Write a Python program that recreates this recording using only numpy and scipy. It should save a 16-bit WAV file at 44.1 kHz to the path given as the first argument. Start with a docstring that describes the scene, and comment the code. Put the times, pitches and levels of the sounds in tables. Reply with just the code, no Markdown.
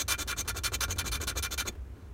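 """A small metal tip scrapes a scratch card on a table in a small room, close to one microphone, about six times a second.
Cutting strokes bite at once and darken as they slow; return strokes rub first, then catch with a bright rasp.
Both are showers of random grains, coloured by the resonances of card and tool and by reflections close by.
Beneath lie filtered noise for the rumbling, knocking table, a wavering low hum and faint room air."""
import sys
import numpy as np
from scipy import signal
from scipy.fft import rfft, irfft
from scipy.io import wavfile
from scipy.ndimage import uniform_filter1d

SR = 44100
rng = np.random.default_rng(int(sys.argv[2]) if len(sys.argv) > 2 else 0)


def wav_out(sig):
    """Save sig, one row per channel (or a flat mono array), as 16-bit PCM at SR to the path in sys.argv[1]."""
    wavfile.write(sys.argv[1], SR, np.round(np.clip(np.atleast_2d(sig).T, -1, 1) * 32767).astype(np.int16))


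N = 94021
T = np.arange(N) / SR  # seconds

# Scrape levels in these tables are relative: a trim for each layer follows.
# return strokes: start_s, catch_s, release_s, rub_level_db, catch_level_db
RETURN_STROKES = [(-.02, .000, .019, -41, -31.5), (.178, .191, .227, -42, -35),
                  (.360, .385, .413, -43, -33), (.542, .568, .588, -42, -39.5),
                  (.715, .742, .752, -40.5, -29.5), (.878, .909, .926, -41.5, -35.5),
                  (1.040, 1.064, 1.086, -41, -37), (1.198, 1.217, 1.239, -40.5, -41),
                  (1.351, 1.377, 1.391, -40.5, -34), (1.505, 1.519, 1.542, -43.5, -36),
                  (1.649, 1.679, 1.686, -41, -34)]
# light grazes of the tip outside the main strokes: start_s, stop_s, level_db
GRAZES = [(0.445, 0.486, -49), (0.965, 0.975, -44), (1.945, 2.08, -65.5)]
# instant snags of the tip on a ridge of coating: start_s, level_db
SNAGS = [(0.012, -34.5), (0.143, -52), (.566, -33.5), (0.748, -34), (0.96, -50), (1.214, -34),
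         (1.234, -35.5), (1.356, -62), (1.384, -39)]
# cutting strokes: start_s, brake_s, stop_s, hiss_level_db, hiss_sag_db_per_s, rasp_level_db
CUTTING_STROKES = [(.079, .127, .147, -32.5, -45, -30.5), (.274, .315, .333, -38, -60, -33),
                   (.475, .497, .512, -33.5, 20, -35.5), (.634, .668, .683, -32.5, 10, -35),
                   (.804, .840, .850, -32.5, 30, -32), (.982, 1.003, 1.017, -32, 50, -34),
                   (1.114, 1.157, 1.170, -36, 10, -37), (1.270, 1.300, 1.321, -32, 110, -37.5),
                   (1.424, 1.458, 1.471, -32.5, 140, -36), (1.576, 1.610, 1.623, -34, 10, -37)]
# soft knocks as the hand turns round or settles: start_s, level_db
KNOCKS = [(0.263, -42.5), (0.603, -49), (0.754, -40), (0.784, -48), (0.955, -41), (1.264, -44),
          (1.367, -37.5), (1.685, -35.5), (1.722, -48), (1.75, -47)]
# level of the table shaking under the hand: time_s, level_db
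RUMBLE_LEVEL = [(0, -44), (.3, -42), (.6, -40), (1.1, -35.5), (1.3, -40.5), (1.55, -41.5), (1.8, -45),
                (2.13, -45)]

# resonances (positive gain) and hollows (negative) of card and tool: pitch_hz, width_hz, gain_db
CARD_AND_TOOL = [(592, 90, 6.5), (820, 130, -6.5), (1108, 85, 7.5), (1402, 115, 11), (1750, 70, 7.5),
                 (2374, 75, 11), (2640, 90, 4.5), (3092, 90, 4.5), (3290, 130, -7), (3505, 160, 8.5),
                 (4105, 130, 6), (4392, 130, 4.5), (4930, 200, -5), (6165, 290, 7.5)]
# ringing of the tip when pushed backwards: pitch_hz, width_hz, gain_db
TIP_RING = [(6720, 300, 9), (8300, 900, 7)]
# resonances of the table: pitch_hz, width_hz, gain_db
TABLE_MODES = [(63, 16, 6), (88, 20, 5)]

# Broad noise spectra, relative within each layer.
# dull rub of the backward slide: pitch_hz, density_db
RUB_SPECTRUM = [(100, -7), (300, 3), (600, 2), (1000, 1), (1600, -3), (2400, -16.5), (4000, -10.5),
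                (7000, -17), (15000, -28)]
# bright catch of the backward tip: pitch_hz, density_db
CATCH_SPECTRUM = [(300, -16.5), (1000, -14), (2000, -1.5), (2700, -2.5), (4000, 0.5), (5200, -2.5),
                  (6500, 1.5), (8500, -7), (9300, -7.5), (11300, -8.5), (13000, -3.5), (15500, -10.5)]
# fine hiss of the cutting edge: pitch_hz, density_db
HISS_SPECTRUM = [(300, -16.5), (1000, -0.5), (2000, -6.5), (3500, 0.5), (5300, -0.5), (6800, -0.5),
                 (7600, -6), (10000, -1.5), (11500, -8.5), (13000, -5), (15500, -12)]
# coarser rasp of the card under the cut: pitch_hz, density_db
RASP_SPECTRUM = [(100, -14), (250, -4), (500, -1), (1000, 0.5), (1600, 5.5), (2400, 1), (4000, -12),
                 (7000, -57), (15000, -76)]
# knocks on the table: pitch_hz, density_db
KNOCK_SPECTRUM = [(50, 7), (140, -0.5), (350, 1.5), (700, -10), (1500, -15), (6000, -32)]
# rumble of the table: pitch_hz, density_db
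RUMBLE_SPECTRUM = [(15, -10.5), (30, -19.5), (50, -2), (68, 0.5), (92, -2), (115, -9), (180, -17.5),
                   (400, -19), (1000, -59)]
# air of the quiet room: pitch_hz, density_db
AIR_SPECTRUM = [(100, -3.5), (300, -6), (700, -13), (1400, -15.5), (2500, -21.5), (4500, -30), (6500, -30),
                (10000, -34), (15500, -36)]
# time for the room tail to fall 60 dB: pitch_hz, decay_s
ROOM_DECAY = [(200, 0.75), (1500, .2), (5000, 0.2), (15000, 0.067)]

# return strokes and snags
RETURN_RISE_S, RUB_STOP_DB_PER_S = .006, 950
CATCH_RISE_DB_PER_S, CATCH_STOP_DB_PER_S = 1100, 1600
SNAG_RISE_S, SNAG_FALL_DB_PER_S = .002, 1700
# cutting strokes
CUT_RISE_S, CUT_STOP_DB_PER_S = .005, 1400
BRAKE_DB_PER_S = 800  # extra fall of the hiss while braking
RASP_SWELL_DB = 10
# layer trims
RUB_TRIM_DB, CATCH_TRIM_DB, HISS_TRIM_DB, RASP_TRIM_DB = -0.5, 0.5, 2.5, -3.5
# grains, judder of the tip and drifting colour
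FINE_GRAINS_PER_S, COARSE_GRAINS_PER_S, GRAIN_SPREAD_DB = 20000, 7000, 1.5
JUDDER_HZ, JUDDER_DB = 317, 1.6
DRIFT_DB, DRIFT_WIDTH_HZ, DRIFT_S = 1.5, 900, .02
# table, background, room and recorder
KNOCK_RISE_S, KNOCK_FALL_DB_PER_S = .004, 900
HUM_HZ, HUM_DB, AIR_DB = 63.3, -50, -58.5
NEAR_DB, NEAR_T60_S, TAIL_DB = -9, .022, -30
RECORDER_EDGE_HZ = 15900
FRAME, HOP = 256, 128  # samples in a short-time spectrum


def amp(db):
    """Decibels to gain."""
    return 10 ** (np.asarray(db) / 20)


def unit(x):
    """Scales to rms 1."""
    return x / np.sqrt(np.mean(x ** 2) + 1e-20)


def read(points, hz):
    """Reads a table along a log-frequency axis."""
    pitch_hz, value = np.transpose(points)
    return np.interp(np.log(hz + 1), np.log(pitch_hz), value)


def colour(x, spectrum, peaks=(), size=8192):
    """Minimum-phase filter of unit energy: a broad spectrum plus resonances."""
    hz = abs(np.fft.fftfreq(size, 1 / SR))
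    db = read(spectrum, hz)
    for pitch_hz, width_hz, gain_db in peaks:
        db = db + gain_db / (1 + (2 * (hz - pitch_hz) / width_hz) ** 2)
    # the Hilbert transform of the log gain supplies the causal phase
    response = np.exp(signal.hilbert(np.log(amp(db))).conj())
    taps = np.fft.ifft(response).real[:size // 2]
    return signal.fftconvolve(x, taps / np.linalg.norm(taps))[:N]


def wander(rate_hz):
    """Smooth random motion of rms 1, rolling off around the given rate."""
    hz = np.fft.rfftfreq(N, 1 / SR)
    spectrum = rfft(rng.standard_normal(N)) / (1 + (hz / rate_hz) ** 4)
    return unit(irfft(spectrum, N))


def crumble(per_s):
    """Tiny fractures of the coating: random clicks of uneven size, swayed in level by the judder of the tip."""
    signs = rng.choice([-1., 1.], N)
    spread = amp(GRAIN_SPREAD_DB * np.minimum(rng.exponential(1, N), 4))
    sizes = signs * spread * (.5 + rng.random(N))
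    happens = rng.random(N) < per_s / SR
    judder = amp(JUDDER_DB * np.clip(wander(JUDDER_HZ), -2, 2))
    return unit(sizes * happens * judder)


def drift(x):
    """Broad patches of colour come and go as the contact point moves over the card."""
    z = signal.stft(x, SR, nperseg=FRAME)[2]
    bands = max(1, round(DRIFT_WIDTH_HZ * FRAME / SR))
    frames = max(1, round(DRIFT_S * SR / HOP))
    field = uniform_filter1d(rng.standard_normal(z.shape), bands, axis=0)
    field = unit(uniform_filter1d(field, frames, axis=1))
    return unit(signal.istft(z * amp(DRIFT_DB * field), SR, nperseg=FRAME)[1][:N])


def press(start, stop, rise_s, fall_db_per_s):
    """Contact of the tip or hand: straight rise, hold, and a steady fall in dB."""
    rise = np.clip((T - start) / rise_s, 0, 1)
    return rise * amp(-fall_db_per_s * np.maximum(T - stop, 0))


def return_strokes():
    """The tip slides back with a dull rub of coarse grains, then catches and rings; now and then it snags."""
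    rub, catch = np.zeros(N), np.zeros(N)
    for start, bite, release, rub_db, catch_db in RETURN_STROKES:
        rub += amp(rub_db) * press(start, release, RETURN_RISE_S, RUB_STOP_DB_PER_S)
        approach = amp(catch_db - CATCH_RISE_DB_PER_S * np.maximum(bite - T, 0))
        catch += approach * press(start, release, RETURN_RISE_S, CATCH_STOP_DB_PER_S)
    for start, stop, db in GRAZES:
        rub += amp(db) * press(start, stop, RETURN_RISE_S, RUB_STOP_DB_PER_S)
    for start, db in SNAGS:
        snag = amp(db) * press(start, start + SNAG_RISE_S, SNAG_RISE_S, SNAG_FALL_DB_PER_S)
        catch = np.hypot(catch, snag)  # adds power
    dull = colour(rub * crumble(COARSE_GRAINS_PER_S), RUB_SPECTRUM, CARD_AND_TOOL)
    bright = colour(catch * drift(crumble(FINE_GRAINS_PER_S)), CATCH_SPECTRUM, CARD_AND_TOOL + TIP_RING)
    return amp(RUB_TRIM_DB) * dull + amp(CATCH_TRIM_DB) * bright


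def table():
    """The hand shakes the table, a resonant low rumble, and knocks on it in short bursts of noise."""
    rumble = unit(colour(rng.standard_normal(N), RUMBLE_SPECTRUM, TABLE_MODES))
    rumble = rumble * amp(np.interp(T, *np.transpose(RUMBLE_LEVEL)))
    knocks = np.zeros(N)
    for start, db in KNOCKS:
        knocks += amp(db) * press(start, start + KNOCK_RISE_S, KNOCK_RISE_S, KNOCK_FALL_DB_PER_S)
    return rumble + colour(knocks * rng.standard_normal(N), KNOCK_SPECTRUM)


def background():
    """A low sine hum, wavering in pitch and level, over the filtered noise of room air."""
    pitch_hz = HUM_HZ + 0.6 * wander(rate_hz=4)
    waver = amp(0.53 * wander(rate_hz=2.3))
    hum = np.sin(2 * np.pi * np.cumsum(pitch_hz) / SR) * waver
    air = colour(rng.standard_normal(N), AIR_SPECTRUM)
    return amp(HUM_DB) * unit(hum) + amp(AIR_DB) * unit(air)


def cutting_strokes():
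    """The edge bites with a hiss of fine grains; as it slows, coarser grains shake the card."""
    hiss, rasp = np.zeros(N), np.zeros(N)
    for start, brake, stop, hiss_db, sag, rasp_db in CUTTING_STROKES:
        since = np.clip(T - start, 0, stop - start)
        braking = np.clip(T - brake, 0, stop - brake)
        contact = press(start, stop, CUT_RISE_S, CUT_STOP_DB_PER_S)
        hiss += contact * amp(hiss_db - sag * since - BRAKE_DB_PER_S * braking)
        rasp += contact * amp(rasp_db - RASP_SWELL_DB * (1 - since / (stop - start)) ** 2)
    fine = colour(hiss * drift(crumble(FINE_GRAINS_PER_S)), HISS_SPECTRUM, CARD_AND_TOOL)
    coarse = colour(rasp * crumble(COARSE_GRAINS_PER_S), RASP_SPECTRUM, CARD_AND_TOOL)
    return amp(HISS_TRIM_DB) * fine + amp(RASP_TRIM_DB) * coarse


def room(x, size=16384):
    """Quick reflections off table and hand, then a fainter room tail whose treble dies first."""
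    t = T[:size]
    near = rng.standard_normal(size) * (t > .001) * amp(-60 * t / NEAR_T60_S)
    late_noise = rng.standard_normal(size) * (t > .006)
    hz, when, z = signal.stft(late_noise, SR, nperseg=FRAME)
    decay = amp(-60 * when / read(ROOM_DECAY, hz)[:, None])
    tail = signal.istft(z * decay, SR, nperseg=FRAME)[1][:size]
    echoes = amp(NEAR_DB) * near / np.linalg.norm(near)
    echoes = echoes + amp(TAIL_DB) * tail / np.linalg.norm(tail)
    return x + signal.fftconvolve(x, echoes)[:N]


def scene():
    """Scraping in the room, with table and background, at one close microphone."""
    scraping = cutting_strokes() + return_strokes()
    return (room(scraping) + table() + background())[None]


def record(dry):
    """The recorder's band limit: a steep linear-phase low-pass."""
    taps = signal.firwin(401, RECORDER_EDGE_HZ, window=("kaiser", 8), fs=SR)
    return signal.oaconvolve(dry, taps[None], "same")


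dry = scene()
out = record(dry)
wav_out(out)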